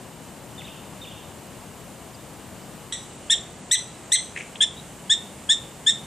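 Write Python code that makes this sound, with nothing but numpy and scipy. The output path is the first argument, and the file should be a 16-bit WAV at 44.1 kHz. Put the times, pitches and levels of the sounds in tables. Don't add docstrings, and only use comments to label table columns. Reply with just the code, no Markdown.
import sys
import numpy as np
from scipy import signal
from scipy.fft import rfft, irfft
from scipy.io import wavfile
from scipy.ndimage import uniform_filter1d

SR = 44100
rng = np.random.default_rng(int(sys.argv[2]) if len(sys.argv) > 2 else 0)


def rack_gain(trim_db):
    fader = np.asarray(trim_db, float)
    return 10 ** (fader / 20)


def dump(signal):
    limited = np.clip(np.atleast_2d(signal).T, -1, 1)
    pcm = np.round(limited * 32767).astype(np.int16)
    wavfile.write(sys.argv[1], SR, pcm)


N = 267246
CHANGE_S, TURN_S = 2.9243, 4.75


def rms_one(x):
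    return x / np.sqrt(np.mean(x ** 2) + 1e-20)


def at_hz(points, hz):
    points_hz, values = np.array(points).T
    return np.interp(np.log(hz), np.log(points_hz), values)


def band(x, low_hz, high_hz):
    sos = signal.butter(2, [low_hz, min(high_hz, SR / 2.1)], "band", fs=SR, output="sos")
    return signal.sosfilt(sos, x)


def wobble(size, hz):
    settle = 4000
    sos = signal.butter(4, hz, fs=SR, output="sos")
    return rms_one(signal.sosfilt(sos, rng.standard_normal(size + settle))[settle:])


# frequency in Hz, level in dB per Hz.
AIR_COLOUR = [(15, -59), (25, -52), (44, -14.5), (90, -6.5), (130, -3), (199, -3.5), (260, -7),
              (443, -10.5), (534, -10.5), (934, -13), (1430, -19.5), (2780, -23), (5560, -28), (7860, -22),
              (14500, -36)]
# frequency in Hz, change in dB.
RECOLOUR = [(30, 8.5), (100, 0), (300, 2), (1000, 0.8), (2500, 2.5), (5000, 1.2), (8000, 4.5), (13000, 0)]
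# frequency in Hz, left minus right in dB.
AIR_LEAN = [
    [(60, 7), (180, 3.5), (540, 5.5), (1640, 2.5), (4920, -0.5), (14800, -4)],
    [(60, 0), (180, 1), (540, 4), (1640, 1.5), (4920, -1.5), (14800, -3)],
]
# frequency in Hz, likeness from 0 to 1.
LIKENESS = [(60, 0.9), (180, 0.95), (540, 0.91), (1640, 0.97), (4920, 0.72), (14800, 0.62)]
# frequency in Hz, width in Hz, level
# in dB over the hiss.
WHINES = [(2790, 40, 6.5), (3010, 21, 10.5), (7150, 22, 11.5), (7800, 71, 0), (8400, 30, 5), (8930, 74, 7),
          (14740, 180, 7), (13750, 980, 7.5)]


def air(change, lean, level_db):
    mid, side = rfft(rng.standard_normal((2, N)))
    hz = np.arange(len(mid)) * SR / N + 1
    alike = np.clip(at_hz(LIKENESS, hz), 0, 1)
    pair = np.sqrt(1 + alike) * mid + np.sqrt(1 - alike) * side * [[1], [-1]]
    whine_db = sum(db / (1 + (2 * (hz - at) / width) ** 2) for at, width, db in WHINES)
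    colour_db = at_hz(AIR_COLOUR, hz) + change * at_hz(RECOLOUR, hz) + whine_db
    side_db = at_hz(lean, hz) * [[.5], [-.5]]
    noise = rms_one(irfft(pair * rack_gain(colour_db + side_db), N))
    return rack_gain(level_db + 0.27 * wobble(N, hz=4.1)) * noise


def glides(notes, overtone_db, uneven_db):
    out = np.zeros(N)
    for s, length, from_hz, to_hz, level_db in notes:
        at, size = round(s * SR), round(length * SR)
        turns = 2 * np.pi * np.cumsum(np.linspace(from_hz, to_hz, size)) / SR
        whistle = np.sin(turns) + rack_gain(overtone_db) * np.sin(2 * turns)
        level = rack_gain(level_db + 6.5 + uneven_db * wobble(size, hz=180))
        out[at:at + size] += level * signal.windows.tukey(size, .5) * whistle
    return out


# start in seconds, length in seconds, from Hz, to Hz, level in dB.
BIRD_NOTES = [(.575, 0.03, 3640, 3510, -47.5), (.598, 0.031, 3600, 1530, -49),
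              (.64, 0.021, 3460, 3900, -47), (.662, 0.03, 3730, 2120, -49),
              (1.012, 0.033, 3670, 3630, -45.5), (1.036, .027, 3654, 2040, -48.5),
              (1.07, 0.0244, 3300, 3780, -46.5), (1.108, 0.0202, 3510, 2600, -50.5),
              (2.137, .022, 5170, 4560, -57.5), (2.188, 0.021, 3840, 3400, -60),
              (2.615, .024, 5200, 4600, -63)]


def far_birds():
    return glides(BIRD_NOTES, overtone_db=-17, uneven_db=3.0)


# delay in seconds, level in dB, twice the left minus right in dB.
ECHOES = [(.004, -16, 58), (.0105, 1.5, -8.5), (.021, -27.5, -3), (.044, -16, -7), (.062, -42, -4),
          (.118, -33.5, -17), (.145, -59, -22)]


def pen(x, near_db, far_db, echo_db, lumpy_db):
    near_t60_s, far_t60_s = 0.27, 0.98
    t = np.arange(SR * 3 // 4) / SR
    shared, own = rng.standard_normal((2, len(t)))
    apart = 0.19 * band(band(own, 3900, 16000), 3900, 16000) + 0.25 * own
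    build = np.minimum(t / .009, 1)
    scatter = (shared + apart * [[1], [-1]]) * rack_gain(lumpy_db * wobble(len(t), hz=88)) * build
    answer = scatter * (rack_gain(near_db - 60 * t / near_t60_s) + rack_gain(far_db - 60 * t / far_t60_s))
    for k, (delay, level_db, pan_db) in enumerate(ECHOES):
        side_db = pan_db * np.array([.25, -.25])
        answer[:, round(delay * SR)] += rack_gain(level_db + echo_db + side_db) * (-1) ** k
    answer = band(answer, 2140, 8440)
    return signal.fftconvolve(x[None], answer, axes=1)[:, :N]


REST_HZ, SAG_HZ_PER_S = (1609, 1585), (28000, 17800)
ATTACK_S, ATTACK_DB, MUFFLED_DB = (0.0063, 0.0085), (-9.5, -11.5), (-2, 0)
EASE_S, EASE_DB = (.018, 0.022), (0, 3.5)
CREST_DB, RELEASE_DB = (9, 9.5), (-3, -12)
UNDERSHOOT_HZ = (39.7, -6)
OPEN_HZ, BRIGHT_DB_PER_HZ = (1782, 1680), (0.17, 0.2)
BRIGHT_DB, CLOSING_DB = (2.5, 3.5), (-5.5, 0.8)
FLUTTER_START, FLUTTER_EASE, FLUTTER_CREST = (0.11, 0.056), (0.3, 0.16), (0.18, 0.18)


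def bark_controls(crest_s, crest_hz, climb_s, push_db, pose):
    rest_hz, sag = REST_HZ[pose], SAG_HZ_PER_S[pose]
    end_s = crest_s + (crest_hz - rest_hz + UNDERSHOOT_HZ[pose]) / sag
    t = np.arange(round(end_s * SR)) / SR
    climb = (1 - np.exp(-t / climb_s)) / (1 - np.exp(-crest_s / climb_s))
    pitch_hz = np.minimum(rest_hz + (crest_hz - rest_hz) * climb, crest_hz - sag * (t - crest_s))

    lazy_db = 525 * climb_s
    stages = [0, ATTACK_S[pose], EASE_S[pose], crest_s, end_s]
    efforts = [ATTACK_DB[pose], 0, EASE_DB[pose] - lazy_db / 2,
               CREST_DB[pose] - lazy_db, RELEASE_DB[pose] - lazy_db / 2]
    effort_db = push_db + np.interp(t, stages, efforts)

    mouth_db = BRIGHT_DB_PER_HZ[pose] * np.minimum(pitch_hz - OPEN_HZ[pose], 0)
    stage_db = np.interp(t, stages[:4], [MUFFLED_DB[pose], 0, 0, CLOSING_DB[pose]])
    bright_db = BRIGHT_DB[pose] + mouth_db + stage_db
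    flutters = [FLUTTER_START[pose], FLUTTER_EASE[pose], FLUTTER_CREST[pose]]
    flutter = np.interp(t, stages[1:4], flutters)
    return pitch_hz, effort_db, bright_db, np.clip(flutter, 0, 1)


# start in seconds, time to the crest in seconds, crest pitch in Hz,
# climb time in seconds, effort in dB.
BARKS = [
    (2.867, .034, 1955, 0.00597, -15),
    (3.298, .034, 1849, .011, -13.5),
    (3.711, .0325, 2020, .008, -13.5),
    (4.118, .029, 2064, 0.0062, -13.5),
    (4.605, 0.032, 1810, .022, -12),
    (5.095, .034, 1825, 0.015, -18.5),
    (5.49, 0.034, 1844, 0.018, -16.5),
    (5.863, .036, 1837, 0.014, -18),
]
# frequency in Hz, level in dB.
THROAT = [
    [(1600, -23), (1900, -10.5), (3300, 0), (3700, -2), (4150, -5), (5000, -23.5), (6100, -3), (6700, -12),
     (7250, -7), (8200, 3), (9300, -22), (10300, -14), (10900, -48), (11700, -20)],
    [(1600, -16.5), (1850, -7), (3250, 0), (3700, 7.5), (5000, -24), (5700, -12), (6500, -14), (6950, -6.5),
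     (7250, -19), (7600, 2.5), (8400, -12), (8800, -14.5), (9300, -29), (11000, -48)],
]


def barks():
    out = np.zeros(N)
    for s, *call_shape in BARKS:
        at, pose = round(s * SR), int(s > TURN_S)
        pitch_hz, effort_db, bright_db, flutter = bark_controls(*call_shape, pose)
        size = len(pitch_hz)
        pitch_hz = uniform_filter1d(pitch_hz, size=120, mode="nearest")
        pitch_hz = pitch_hz * (1 + 0.0097 * wobble(size, hz=295))
        slow_hz = 372 * pitch_hz / 1830 * (1 + 0.074 * wobble(size, hz=120))
        call = 0
        for k in range(1, 7):
            shake = flutter * min(0.22 * k, 1.3)
            for side, share in ((0, 0.73), (-0.7, 0.48 * shake), (0.93, 1.77 * shake)):
                hz = k * pitch_hz + side * slow_hz
                level_db = at_hz(THROAT[pose], hz) + effort_db + bright_db * (k > 2)
                level_db = level_db - np.maximum(hz - 11900, 0) / 40
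                rough = 1 + (0.03 + 0.25 * shake) * wobble(size, hz=400)
                tone = np.sin(2 * np.pi * np.cumsum(hz) / SR + k * side)
                call = call + share * rack_gain(level_db + 5.5) * rough * tone
        air_flow = rng.standard_normal(size) * flutter * rack_gain(effort_db)
        low = rack_gain(5.0) * band(band(air_flow, 2320, 3720), 2320, 3720)
        high = rack_gain(5.5 + bright_db) * band(band(band(air_flow, 5600, 9900), 5600, 9900), 5600, 9900)
        from_edge = np.minimum(np.arange(size), np.arange(size)[::-1])
        fade = np.minimum(1, from_edge / (0.0014 * SR))
        out[at:at + size] += fade * (call + low + high)
    return out


# peak time in seconds, level in dB.
STROKES = [
    (4.364, -32),
    (4.374, -31),
    (4.406, -33.5),
]


def stroke_db(t):
    levels = []
    for s, db in STROKES:
        dig_db = 2000 * (t - s)
        lift_db, trickle_db = 500 * (s - t), -12 + 130 * (s - t)
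        levels.append(db + np.where(t < s, dig_db, np.maximum(lift_db, trickle_db)))
    return np.max(levels, axis=0)


def scuff():
    at, size, out = round(STROKES[0][0] * SR) - SR // 20, SR // 4, np.zeros(N)
    t = (at + np.arange(size)) / SR
    grit_db, dust_db = stroke_db(t), -12.5 + stroke_db(t - 0.0097)
    grains = rng.standard_normal(size) * rack_gain(3 * wobble(size, hz=200))
    grit = rms_one(band(band(grains, 1650, 2800), 1530, 3100))
    dust = rms_one(band(grains, 5700, 9200))
    out[at:at + size] = rack_gain(grit_db) * grit + rack_gain(dust_db) * dust
    return out


# start in seconds, length in seconds, from Hz, to Hz, level in dB.
TICK_AND_ANSWER = [
    (4.555, 0.0053, 1890, 3900, -43),
    (4.758, 0.055, 3770, 3830, -54),
]


def tick_and_answer():
    return glides(TICK_AND_ANSWER, overtone_db=-22, uneven_db=5.5)


def scene():
    birds, voice = far_birds(), barks()
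    small = scuff() + tick_and_answer()
    distant = band(band(birds, 1800, 3540), 2400, 3660)
    first = air(0, AIR_LEAN[0], level_db=-41.5) + birds
    first = first + pen(distant, near_db=-58, far_db=-31.5, echo_db=-45, lumpy_db=0)
    pan_db = 1.6
    second = air(1, AIR_LEAN[1], level_db=-41.5)
    second = second + (voice + small) * rack_gain([[pan_db / 2], [-pan_db / 2]])
    second += pen(voice + small, near_db=-42.0, far_db=-68, echo_db=-9.0, lumpy_db=2.5)
    return np.where(np.arange(N) < CHANGE_S * SR, first, second)


# frequency in Hz, drop in dB.
SPARE = [(700, 45), (1200, 25), (2500, 28), (4600, 15), (7000, 19), (9800, 3.5), (11500, 3.5), (14000, 4)]


def starve(x, share, recover_db_s):
    hz, t, z = signal.stft(x, SR, "cosine", 2048)
    bands = z[:, :1024].reshape(2, 128, 8, -1)
    band_hz = hz[4:1024:8]
    level_db = 10 * np.log10((np.abs(bands) ** 2).sum(axis=(0, 2)) + 1e-15)
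    peak_db = level_db.max(axis=0)
    loud_db = np.maximum(peak_db - np.median(peak_db), 0)
    busy_db = np.maximum.accumulate(loud_db + recover_db_s * t) - recover_db_s * t
    chance_db = 4.5 * uniform_filter1d(rng.standard_normal(level_db.shape), 3)
    hungry = (t > CHANGE_S) & (t < TURN_S)
    top_share = share + 0.43 * (band_hz[:, None] > 12600)
    masked_db = top_share * busy_db + 4.9 * hungry + chance_db
    above_usual_db = level_db - np.median(level_db, axis=1)[:, None]
    kept = above_usual_db > masked_db - at_hz(SPARE, band_hz)[:, None]
    z[:, :1024] *= np.repeat(kept, 8, axis=0) * (hz[:1024, None] < 14560)
    return signal.istft(z, SR, "cosine", 2048)[1][:, :N]


def low_pass(x):
    return signal.sosfilt(signal.butter(12, 15420, fs=SR, output="sos"), x)


def record(dry):
    t = np.arange(N) / SR
    over_db = np.maximum(20 * np.log10(np.abs(dry).max(axis=0) + 1e-9) + 6.9, 0)
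    held_db = np.maximum.accumulate(over_db + 250 * t) - 250 * t
    quick = np.exp(-1 / (.0008 * SR))
    limited = dry * rack_gain(-signal.lfilter([1 - quick], [1, -quick], held_db))
    rounded = 0.72 * np.tanh(limited / 0.7)
    mix = starve(rounded, share=0.14, recover_db_s=306)
    return low_pass(mix)


dry = scene()
out = record(dry)
dump(out)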